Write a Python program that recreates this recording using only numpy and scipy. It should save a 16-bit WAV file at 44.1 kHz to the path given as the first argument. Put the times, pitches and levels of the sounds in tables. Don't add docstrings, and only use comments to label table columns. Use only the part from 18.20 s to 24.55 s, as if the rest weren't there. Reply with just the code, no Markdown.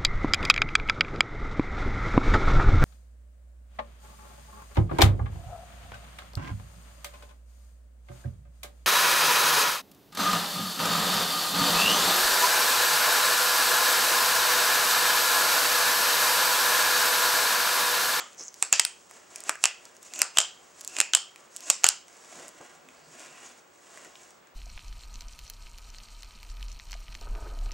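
import sys
import numpy as np
from scipy import signal
from scipy.fft import rfft, irfft
from scipy.io import wavfile
from scipy.ndimage import uniform_filter1d, minimum_filter1d

SR = 44100
rng = np.random.default_rng(int(sys.argv[2]) if len(sys.argv) > 2 else 0)


def store_wav(level_fs):
    pcm = np.round(np.clip(np.atleast_2d(level_fs), -1, 1) * 32767)
    wavfile.write(sys.argv[1], SR, pcm.T.astype(np.int16))


N = 280022

# spectrum (frequency [Hz], level per Hz [dB]), then its overall rms level [dB]
AIR = [(20, -22), (45, -12), (68, -3), (105, -11), (160, -3), (270, -4), (420, -0.5), (800, -2),
       (1200, -3.5), (2100, -10), (4500, -19.5), (7500, -20), (10000, -29), (15000, -40)]
AIR_DB = -58.5
# (frequency [Hz], likeness [0-1])
AIR_SAME = [(50, .5), (150, .1), (600, .05), (2000, 0.14), (7000, .3), (15000, .3)]
# (frequency [Hz], peak level [dB])
TONES = [(358, -71.5), (581, -75), (1085, -75), (15735, -69)]

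# (time [s], slap on the skin [dB], air pocket [dB], crack of the film [dB],
# length of the peel [ms], slap pitch [Hz], pocket pitch [Hz], crack pitch [Hz],
# ring of the film re crack, before a common trim [dB], room echo [dB])
SNAPS = [(-0.025, -22, -22, -17.5, 1.13, 1210, 3000, 6940, -21, -8.5),
         (0.4257, -28, -27, -16, 0.67, 1260, 2490, 7730, -33.5, -8.5),
         (0.5272, -19.5, -15.5, -6, 1.1, 1310, 2620, 7030, -15, -8.7),
         (0.5961, -27, -23, -13.5, 1.2, 1940, 2970, 7400, -13, -8.5),
         (0.5986, -31, -23.5, -17.5, 0.85, 1590, 2020, 7400, -33, -9),
         (0.6507, -35.5, -36, -20, 0.52, 1450, 2700, 8300, -28, -8),
         (1.2943, -23, -27, -21.5, 0.65, 1220, 2480, 7850, -33, -9),
         (1.4397, -25, -18.5, -15.5, 1, 1280, 2730, 7800, -16.5, -8.5),
         (1.4554, -29, -24, -16, 0.72, 1380, 2700, 7280, -20, -9),
         (2.0177, -23, -25, -13.5, 0.83, 1490, 2590, 7500, -32.5, -9.5),
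         (2.172, -27, -20.5, -23.5, 2.2, 1190, 2940, 7200, -15, -8),
         (2.1853, -20.5, -14.5, -7.5, 1.33, 1070, 3040, 7410, -11.5, -9.5),
         (2.2025, -34, -28, -22.5, 1.4, 1460, 3100, 7150, -17, -11),
         (2.215, -42, -31, -31, 0.73, 1190, 3100, 6450, -23, -11),
         (2.7664, -39, -33.5, -31, 1, 1580, 2600, 7140, -33, -11),
         (2.786, -35.5, -40, -28, 1.7, 1390, 2650, 7190, -33, -9),
         (2.8023, -25, -18, -13.5, 2, 1650, 2670, 7320, -31, -10),
         (2.8126, -30.5, -26.5, -23, 1, 1540, 2650, 7540, -28, -10.5),
         (2.9353, -28, -19.5, -21.5, 1, 1530, 3040, 7200, -12, -8),
         (2.9497, -29, -21.5, -11, 0.65, 1270, 3080, 7500, -13, -9.5),
         (2.9519, -34, -25, -19, 0.74, 1210, 3060, 7370, -23, -11),
         (2.9713, -40, -35, -29.5, 0.8, 1200, 3100, 7800, -28, -8),
         (3.501, -27.5, -23, -10.5, 0.7, 1138, 2673, 7600, -33, -10),
         (3.5053, -34.5, -42, -22, 0.74, 870, 2700, 7360, -33, -9),
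         (3.6363, -39, -34, -32, 1, 1430, 2700, 5590, -33, -9.5),
         (3.6425, -16, -17, -5.5, 1.4, 1450, 2820, 7090, -21.5, -11),
         (3.6661, -32.5, -25, -17, 0.85, 1320, 2920, 7200, -25.5, -11),
         (3.6885, -33.5, -26, -12, 0.87, 1260, 2900, 7610, -28, -11.5)]
# (frequency [Hz], level [dB])
SLAP = [(30, -50), (120, -26), (300, -12), (520, -8), (760, -0.5), (1000, -3.5), (1350, 0), (1850, -2.5),
        (2400, -11), (4500, -30), (16000, -70)]
CRACK = [(100, -60), (1800, -24), (3000, -17), (4000, -13.5), (5100, -9), (6000, -10.5), (7300, 0),
         (8200, -4), (9200, -14.5), (11000, -22.5), (16000, -32)]
HISS = [(100, -45), (1500, -22), (3000, -12.5), (4500, -9), (5700, -3.5), (7200, 1), (8200, -3),
        (9500, -13), (12000, -21), (16000, -38)]
# (frequency [Hz], width of each resonance pass [Hz], level [dB], t60 [s])
FILM_MODES = [(3170, 170, 0, .45), (3430, 350, -10, .36), (4800, 350, -8, .3)]
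LOW_HZ, HIGH_HZ = 1300, 7300

# (time of letting go [s], time to build by 10 dB [s],
# rub before trim [dB], hiss of the rubber before trim [dB], creak of the air pocket [dB])
PULLS = [(0.424, .018, -53, -41, -66), (1.292, .048, -44, -40, -49), (1.438, .022, -58, -41, -64),
         (2.012, .07, -44.5, -42.5, -44), (2.17, .018, -47, -42, -42), (2.795, .07, -43, -38, -43),
         (3.497, .085, -47.5, -42, -51), (3.636, .026, -51, -48, -66)]
LET_GO_S = .024
CREAK_HZ = 2630
CREAK_POWER = 1.35
# (time of full speed [s], rise by 10 dB [s], fall by 10 dB [s],
# rub on the cloth before trim [dB], hiss of the rubber before trim [dB])
RUBS = [(0.02, .05, .18, -58, -57), (0.13, .06, .04, -62, -59), (0.21, .035, .07, -52, -50.5),
        (0.37, .04, .12, -63, -55.5), (0.79, .1, .14, -76, -59.5), (0.96, .075, .11, -55.5, -54.5),
        (1.15, .065, .1, -54, -52.5), (1.66, .14, .16, -57.5, -57.5), (1.865, .055, .07, -60, -52.5),
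        (2.42, .13, .11, -59, -58), (2.6, .1, .12, -57.5, -55), (3.2, .13, .12, -58.5, -60),
        (3.35, .05, .07, -63, -56), (3.98, .14, .17, -57.5, -56.5), (4.2, .13, .105, -48.5, -48),
        (4.44, .14, .17, -54, -56), (4.72, .15, .18, -60, -62.5), (5.02, .135, .13, -51, -50.5),
        (5.24, .13, .135, -51.5, -52), (5.79, .24, .25, -54.5, -54.5), (6.02, .05, .13, -58.5, -55.5),
        (6.25, .18, .2, -63, -76)]
RUB_ROUNDNESS = 1.4
# (frequency [Hz], level [dB])
CLOTH = [(30, -42), (100, -22), (200, -6), (450, 0), (900, -1.5), (1600, -2), (2800, -6), (4200, -13.5),
         (8000, -30), (16000, -55)]

# (time [s], body [dB], crack [dB], body pitch [Hz], crack pitch [Hz])
TICKS = [(0.1467, -59, -56, 2100, 6370), (0.3423, -56.5, -45, 3160, 6100), (0.9113, -49, -48.5, 1160, 7800),
         (1.1597, -45, -35, 2430, 7700), (1.205, -68, -39.5, 1540, 7160), (1.238, -56, -39.5, 1780, 7700),
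         (1.3555, -42.5, -45.5, 1670, 7180), (1.654, -49, -45, 4390, 6300), (1.767, -66, -50.5, 1640, 7300),
         (1.8297, -59, -46, 1300, 7330), (1.9373, -45.5, -36.5, 2660, 6850),
         (1.9595, -46, -39.5, 2640, 6900), (1.9919, -43, -30.5, 2410, 7500), (2.61, -53, -40.5, 3710, 7350),
         (2.614, -54, -42.5, 2420, 7300), (2.6478, -54, -37.5, 2730, 7600),
         (2.6766, -49.5, -31, 3710, 7590), (3.16, -47.5, -48.5, 2430, 6990),
         (3.3637, -49, -34.5, 3430, 7600), (3.369, -54, -39, 3420, 7400), (3.4064, -54, -44, 3670, 6830),
         (3.8823, -59, -53, 2010, 5930), (4.2817, -59.5, -42, 1390, 7260), (4.2903, -65, -49, 1480, 7110),
         (4.6876, -50, -57.5, 2490, 7980), (5.7744, -47, -49, 1600, 7510), (5.8484, -52, -50, 1940, 6950),
         (5.9548, -48, -58, 3070, 5540), (6.1068, -69, -54.5, 1500, 6430), (6.272, -68, -59, 1900, 7000)]
# (frequency [Hz], level [dB])
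CREASE = [(100, -50), (2000, -30), (4000, -17), (5800, -8), (7300, 2.5), (8700, -5), (11000, -14),
          (16000, -25)]
CREASE_BODY = [(50, -34.5), (250, -17), (750, -11), (1300, 0.5), (1900, -10), (3000, -22), (9000, -45)]
# (body minus crack [dB], length of the flip [ms])
FLIP = [(-5, .34), (8, 2.2)]

# (start [s], length [s], level [dB], resonance at the start [Hz], resonance at the end [Hz])
SCRAPES = [(.176, .064, -42.5, 6300, 5500), (.228, .054, -46, 6800, 6600), (.279, .011, -38.5, 6200, 6200),
           (1.295, .075, -54, 2600, 2600), (1.937, .085, -42, 7300, 6300), (3.43, .07, -46, 6400, 7300),
           (4.74, .18, -68, 4700, 4600), (4.94, .35, -60.5, 2300, 2750), (5.238, .045, -52.5, 6700, 6300)]
# (start [s], length [s], level [dB], pitch at the start [Hz], pitch at the end [Hz])
JUDDERS = [(4.41, .27, -71, 165, 157), (4.64, .08, -63, 245, 258), (4.77, .19, -67.5, 156, 144),
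           (4.94, .07, -67.5, 260, 243), (5.03, .1, -69, 147, 152)]
STROKE_EDGE = .15

# (time [s], level [dB], length [s]); the swell peaks after a third of the length
PATS = [(0.197, -53, 0.033), (4.14, -52, .12), (4.401, -45.5, 0.026), (5.84, -55.5, .05)]
# (frequency [Hz], level [dB])
PAT = [(30, -26), (100, -14), (220, -1), (450, 0), (800, -4), (1500, -12.5), (4000, -35), (16000, -61)]

# (frequency [Hz], t60 [s])
ROOM_T60 = [(200, 0.02), (600, 0.26), (1400, 0.3071), (3200, 0.35), (7000, 0.2945), (12000, 0.1859)]
# (frequency [Hz], level [dB])
ROOM_COLOUR = [(60, -8), (300, 4), (1200, 2.5), (3000, 1), (5000, 2.5), (7500, -3.5), (11000, -6),
               (16000, -12)]
# (frequency [Hz], likeness [0-1])
ROOM_SAME = [(100, .3), (400, 0.7), (1000, 0.88), (4000, 0.89), (7500, .85), (9000, .5), (15000, .6)]
# (frequency [Hz], lead of the left [rad])
PORT_PHASE = [(0, 0.5), (6000, -0.01), (8200, -0.14), (8800, 0.86), (9500, 0.6), (10500, 0.05),
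              (16000, -0.2)]
# (frequency [Hz], left minus right [dB])
PORT_BALANCE = [(60, -2), (500, 0), (3000, -.6), (7000, -0.4), (8000, -2), (8600, -4), (9400, 1),
                (11000, -1), (16000, 0.5)]
EDGE_HZ = 16000


def amp(db):
    return 10 ** (np.asarray(db) / 20)


def evened(x):
    return x / np.sqrt(np.mean(x ** 2) + 1e-20)


def at_level(x, db):
    return amp(db) * x / np.linalg.norm(x) * np.sqrt(.005 * SR)


def read(points, hz):
    f, value = np.transpose(points)
    return np.interp(np.log(hz + 1), np.log(f + 1), value)


def add(mix, s, sound):
    start = round(s * SR)
    sound = sound[..., max(-start, 0):]
    part = mix[..., max(start, 0):][..., :sound.shape[-1]]
    part += sound[..., :part.shape[-1]]


def colour(x, points, shift=1, size=4096):
    hz = abs(np.fft.fftfreq(size, 1 / SR))
    log_gain = np.log(amp(read(points, hz / shift)))
    response = np.exp(np.conj(signal.hilbert(log_gain)))
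    taps = np.fft.ifft(response).real[:size // 2]
    return signal.fftconvolve(x, taps)[:len(x)]


def resonate(x, hz, width):
    turn = np.exp(2j * np.pi * np.cumsum(hz * np.ones(len(x))) / SR)
    r = np.exp(-np.pi * width / SR)
    smooth = signal.lfilter([1 - r], [1, -r], x / turn + 1e-18)
    return 2 * (turn * smooth).real


def drift(per_s):
    knots = rng.standard_normal(4000)
    return evened(np.interp(np.arange(N) / SR * per_s, np.arange(len(knots)), knots))


def grains(per_s, spread_db):
    size = amp(spread_db * np.minimum(rng.exponential(1, N), 4)) * rng.choice([-1., 1.], N)
    return size * (rng.random(N) < per_s / SR)


def room(gap_s=0.0019, early_db=5, early_s=0.011, grain=.5, patchy_db=2.2):
    t = np.arange(SR // 2) / SR
    grain_depth = grain * np.exp(-t / .06)
    lumps = np.exp(grain_depth * np.repeat(rng.standard_normal(len(t)), 32)[:len(t)])
    lumps /= np.exp(grain_depth ** 2)
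    hz, frame_s, (shared, left, right) = signal.stft(rng.standard_normal((3, len(t))), SR, nperseg=256)
    same = np.clip(read(ROOM_SAME, hz), 0, 1)[:, None]
    z = np.sqrt(same) * shared + np.sqrt(1 - same) * np.array([left, right])
    z *= amp(read(ROOM_COLOUR, hz)[:, None] - 60 * frame_s / read(ROOM_T60, hz)[:, None])
    patches = evened(uniform_filter1d(rng.standard_normal(len(hz)), size=2))
    z *= evened(amp(patchy_db * patches))[:, None]
    tail = signal.istft(z, SR, nperseg=256)[1][:, :len(t)]
    shape = (1 - np.exp(-(t / gap_s) ** 2)) * amp(early_db * np.exp(-t / early_s))
    return tail * shape * lumps / np.linalg.norm(amp(-60 * t / read(ROOM_T60, 3000)))


def in_room(x, room_db):
    echo = amp(room_db) * room(patchy_db=1.1)
    echo[:, 0] += 1
    return signal.fftconvolve(x[None], echo, axes=1)


def background():
    hz, t = np.fft.rfftfreq(N, 1 / SR), np.arange(N) / SR
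    left, other = rfft(rng.standard_normal((2, N)))
    same = np.clip(read(AIR_SAME, hz), -1, 1)
    right = same * left + np.sqrt(1 - same ** 2) * other
    air = irfft(np.array([left, right]) * amp(read(AIR, hz)), N)
    tones = sum(amp(db) * np.sin(2 * np.pi * f * t + .6 * drift(9)) for f, db in TONES)
    return amp(AIR_DB) * evened(air) + tones


def burst(length_ms, after_db=-17, after_ms=2.2, size=1024):
    ms = 1000 * np.arange(size) / SR
    shape = np.exp(-(ms / length_ms) ** 2) + amp(after_db) * np.exp(-ms / after_ms)
    return shape * rng.choice([-1., 1.], size)


def snap_sound(slips, blow, slap_db, pocket_db, crack_db, slap_hz, pocket_hz, crack_hz,
               pocket_width_hz=380, slap_width_hz=700):
    crack = colour(slips, CRACK, crack_hz / HIGH_HZ)
    slap = colour(blow, SLAP, np.sqrt(slap_hz / LOW_HZ))
    slap = slap + .7 * resonate(slap, slap_hz, slap_width_hz)
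    pocket = resonate(np.diff(blow, prepend=0), pocket_hz, pocket_width_hz)
    pocket = resonate(resonate(pocket, pocket_hz, 3500), pocket_hz, 3500)
    return at_level(crack, crack_db) + at_level(slap, slap_db) + at_level(pocket, pocket_db)


def film_ring():
    t, ring = np.arange(SR // 2) / SR, 0
    for hz, width, db, t60 in FILM_MODES:
        flutter = resonate(resonate(rng.standard_normal(len(t)), hz, width), hz, width)
        ring = ring + evened(flutter) * amp(db - 60 * t / t60)
    return ring


def snaps(blow_share=.4, lead_db=-23, lead_s=.0014, ring_trim_db=-9, pocket_echo_db=-2):
    out, t, click = np.zeros((2, N)), np.arange(512) / SR, signal.unit_impulse(1024)
    for (s, slap_db, pocket_db, crack_db, length_ms,
         slap_hz, pocket_hz, crack_hz, ring_db, room_db) in SNAPS:
        pitches = slap_hz, pocket_hz, crack_hz
        blow = burst(blow_share * length_ms, after_db=-18, after_ms=2.8)
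        direct = snap_sound(burst(length_ms), blow, slap_db, pocket_db, crack_db, *pitches)
        add(out, s, direct)
        spread = snap_sound(click, click, slap_db, pocket_db + pocket_echo_db, crack_db, *pitches)
        add(out, s, amp(room_db) * signal.fftconvolve(spread[None], room(), axes=1))
        lead = colour(rng.standard_normal(len(t)), HISS) * np.exp(-t / lead_s)[::-1]
        add(out, s - len(t) / SR, at_level(lead, crack_db + lead_db))
        add(out, s, at_level(film_ring(), crack_db + ring_db + ring_trim_db))
    return out


def swell(peak_s, rise_s, fall_s, roundness=1):
    t = np.arange(N) / SR - peak_s
    away = np.maximum(-t / rise_s, t / fall_s)
    return amp(-10 * np.minimum(away, 10) ** roundness)


def friction():
    rub, hiss, creak = np.zeros((3, N))
    for s, build_s, rub_db, hiss_db, creak_db in PULLS:
        tension = swell(s, build_s, LET_GO_S)
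        rub += (amp(rub_db) * tension) ** 2
        hiss += (amp(hiss_db) * tension) ** 2
        creak += (amp(creak_db) * tension ** CREAK_POWER) ** 2
    for s, rise_s, fall_s, rub_db, hiss_db in RUBS:
        speed = swell(s, rise_s, fall_s, RUB_ROUNDNESS)
        rub += (amp(rub_db) * speed) ** 2
        hiss += (amp(hiss_db) * speed) ** 2
    return np.sqrt([rub, hiss, creak])


def stick_slip(hz, slips_per_s, width_share):
    slips = (evened(grains(slips_per_s, 2.5)) + 0.63 * rng.standard_normal(N))[:len(hz)]
    for _ in range(4):
        slips = resonate(slips, hz, width_share * hz.mean())
    return evened(slips)


def moving_in_room(x, room_db, rounds_per_s=1.3, count=3):
    turns = np.arange(N) / SR * rounds_per_s
    out = 0
    for k in range(count):
        share = np.cos(np.pi * (turns + k / count)) ** 2 * 2 / count
        out = out + in_room(x * share, room_db)
    return out


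def sliding(cloth_room_db=0, hiss_room_db=-7, crackle_db=-6, uneven_db=1.5,
            cloth_trim_db=-2.8, hiss_trim_db=-.6):
    rub_gain, hiss_gain, creak_gain = friction() * amp(uneven_db * drift(70))
    cloth = evened(colour(grains(5000, 3), CLOTH)) * rub_gain * amp(cloth_trim_db)
    slips = evened(grains(12000, 2.5)) + amp(crackle_db) * evened(grains(300, 4.2))
    hiss = evened(colour(slips, HISS)) * hiss_gain * amp(hiss_trim_db)
    creak = stick_slip(np.full(N, CREAK_HZ), slips_per_s=700, width_share=.24) * creak_gain
    return (moving_in_room(cloth, cloth_room_db) + in_room(hiss + creak, hiss_room_db))[:, :N]


def ticks(room_db=-12):
    out = np.zeros(N)
    for s, body_db, crack_db, body_hz, crack_hz in TICKS:
        flip_ms = np.interp(body_db - crack_db, *np.transpose(FLIP))
        body = colour(burst(flip_ms, after_db=-15.5, after_ms=2.7), CREASE_BODY, body_hz / LOW_HZ)
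        crack = colour(burst(.3, after_db=-19.5, after_ms=1.5), CREASE, crack_hz / HIGH_HZ)
        add(out, s, at_level(body, body_db))
        add(out, s, at_level(crack, crack_db))
    return in_room(out, room_db)[:, :N]


def strokes(rows, slips_per_s, width_share, room_db):
    out = np.zeros(N)
    for s, length_s, db, start_hz, end_hz in rows:
        u = np.linspace(0, 1, round(length_s * SR))
        envelope = np.minimum(np.minimum(u, 1 - u) / STROKE_EDGE, 1)
        hz = start_hz + (end_hz - start_hz) * u
        add(out, s, amp(db) * envelope * stick_slip(hz, slips_per_s, width_share))
    return in_room(out, room_db)[:, :N]


def scrapes():
    return strokes(SCRAPES, slips_per_s=700, width_share=.4, room_db=-12.5)


def pats(room_db=-8):
    out, t = np.zeros(N), np.arange(SR // 2) / SR
    for s, db, length_s in PATS:
        u = t / (length_s / 3)
        puff = evened(colour(rng.standard_normal(len(t)), PAT))
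        add(out, s, amp(db) * u * np.exp(1 - u) * puff)
    return in_room(out, room_db)[:, :N]


def judders():
    return strokes(JUDDERS, slips_per_s=150, width_share=.3, room_db=-14)


def scene():
    return background() + snaps() + sliding() + ticks() + scrapes() + pats() + judders()


def limit(x, ceiling_db=4.5, recovery_db_per_s=1800):
    over_db = np.maximum(20 * np.log10(abs(x).max(0) + 1e-9) - ceiling_db, 0)
    over_db = -minimum_filter1d(-over_db, size=25)
    fall = np.arange(N) * recovery_db_per_s / SR
    reduction_db = np.maximum.accumulate(over_db + fall) - fall
    return x / amp(uniform_filter1d(reduction_db, size=21))


def record(dry, low_cut_hz=85):
    hz = np.fft.rfftfreq(N, 1 / SR)
    half = amp(read(PORT_BALANCE, hz) / 2) * np.exp(.5j * read(PORT_PHASE, hz))
    ports = irfft(rfft(dry) * np.array([half, 1 / half]), N)
    clipped = np.clip(limit(ports), -1, 1)
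    thin = signal.lfilter(*signal.butter(1, low_cut_hz, "high", fs=SR), clipped)
    band = signal.firwin(255, EDGE_HZ, window=("kaiser", 7), fs=SR)
    return signal.oaconvolve(thin, band[None], "same")


dry = scene()
out = record(dry)
store_wav(out)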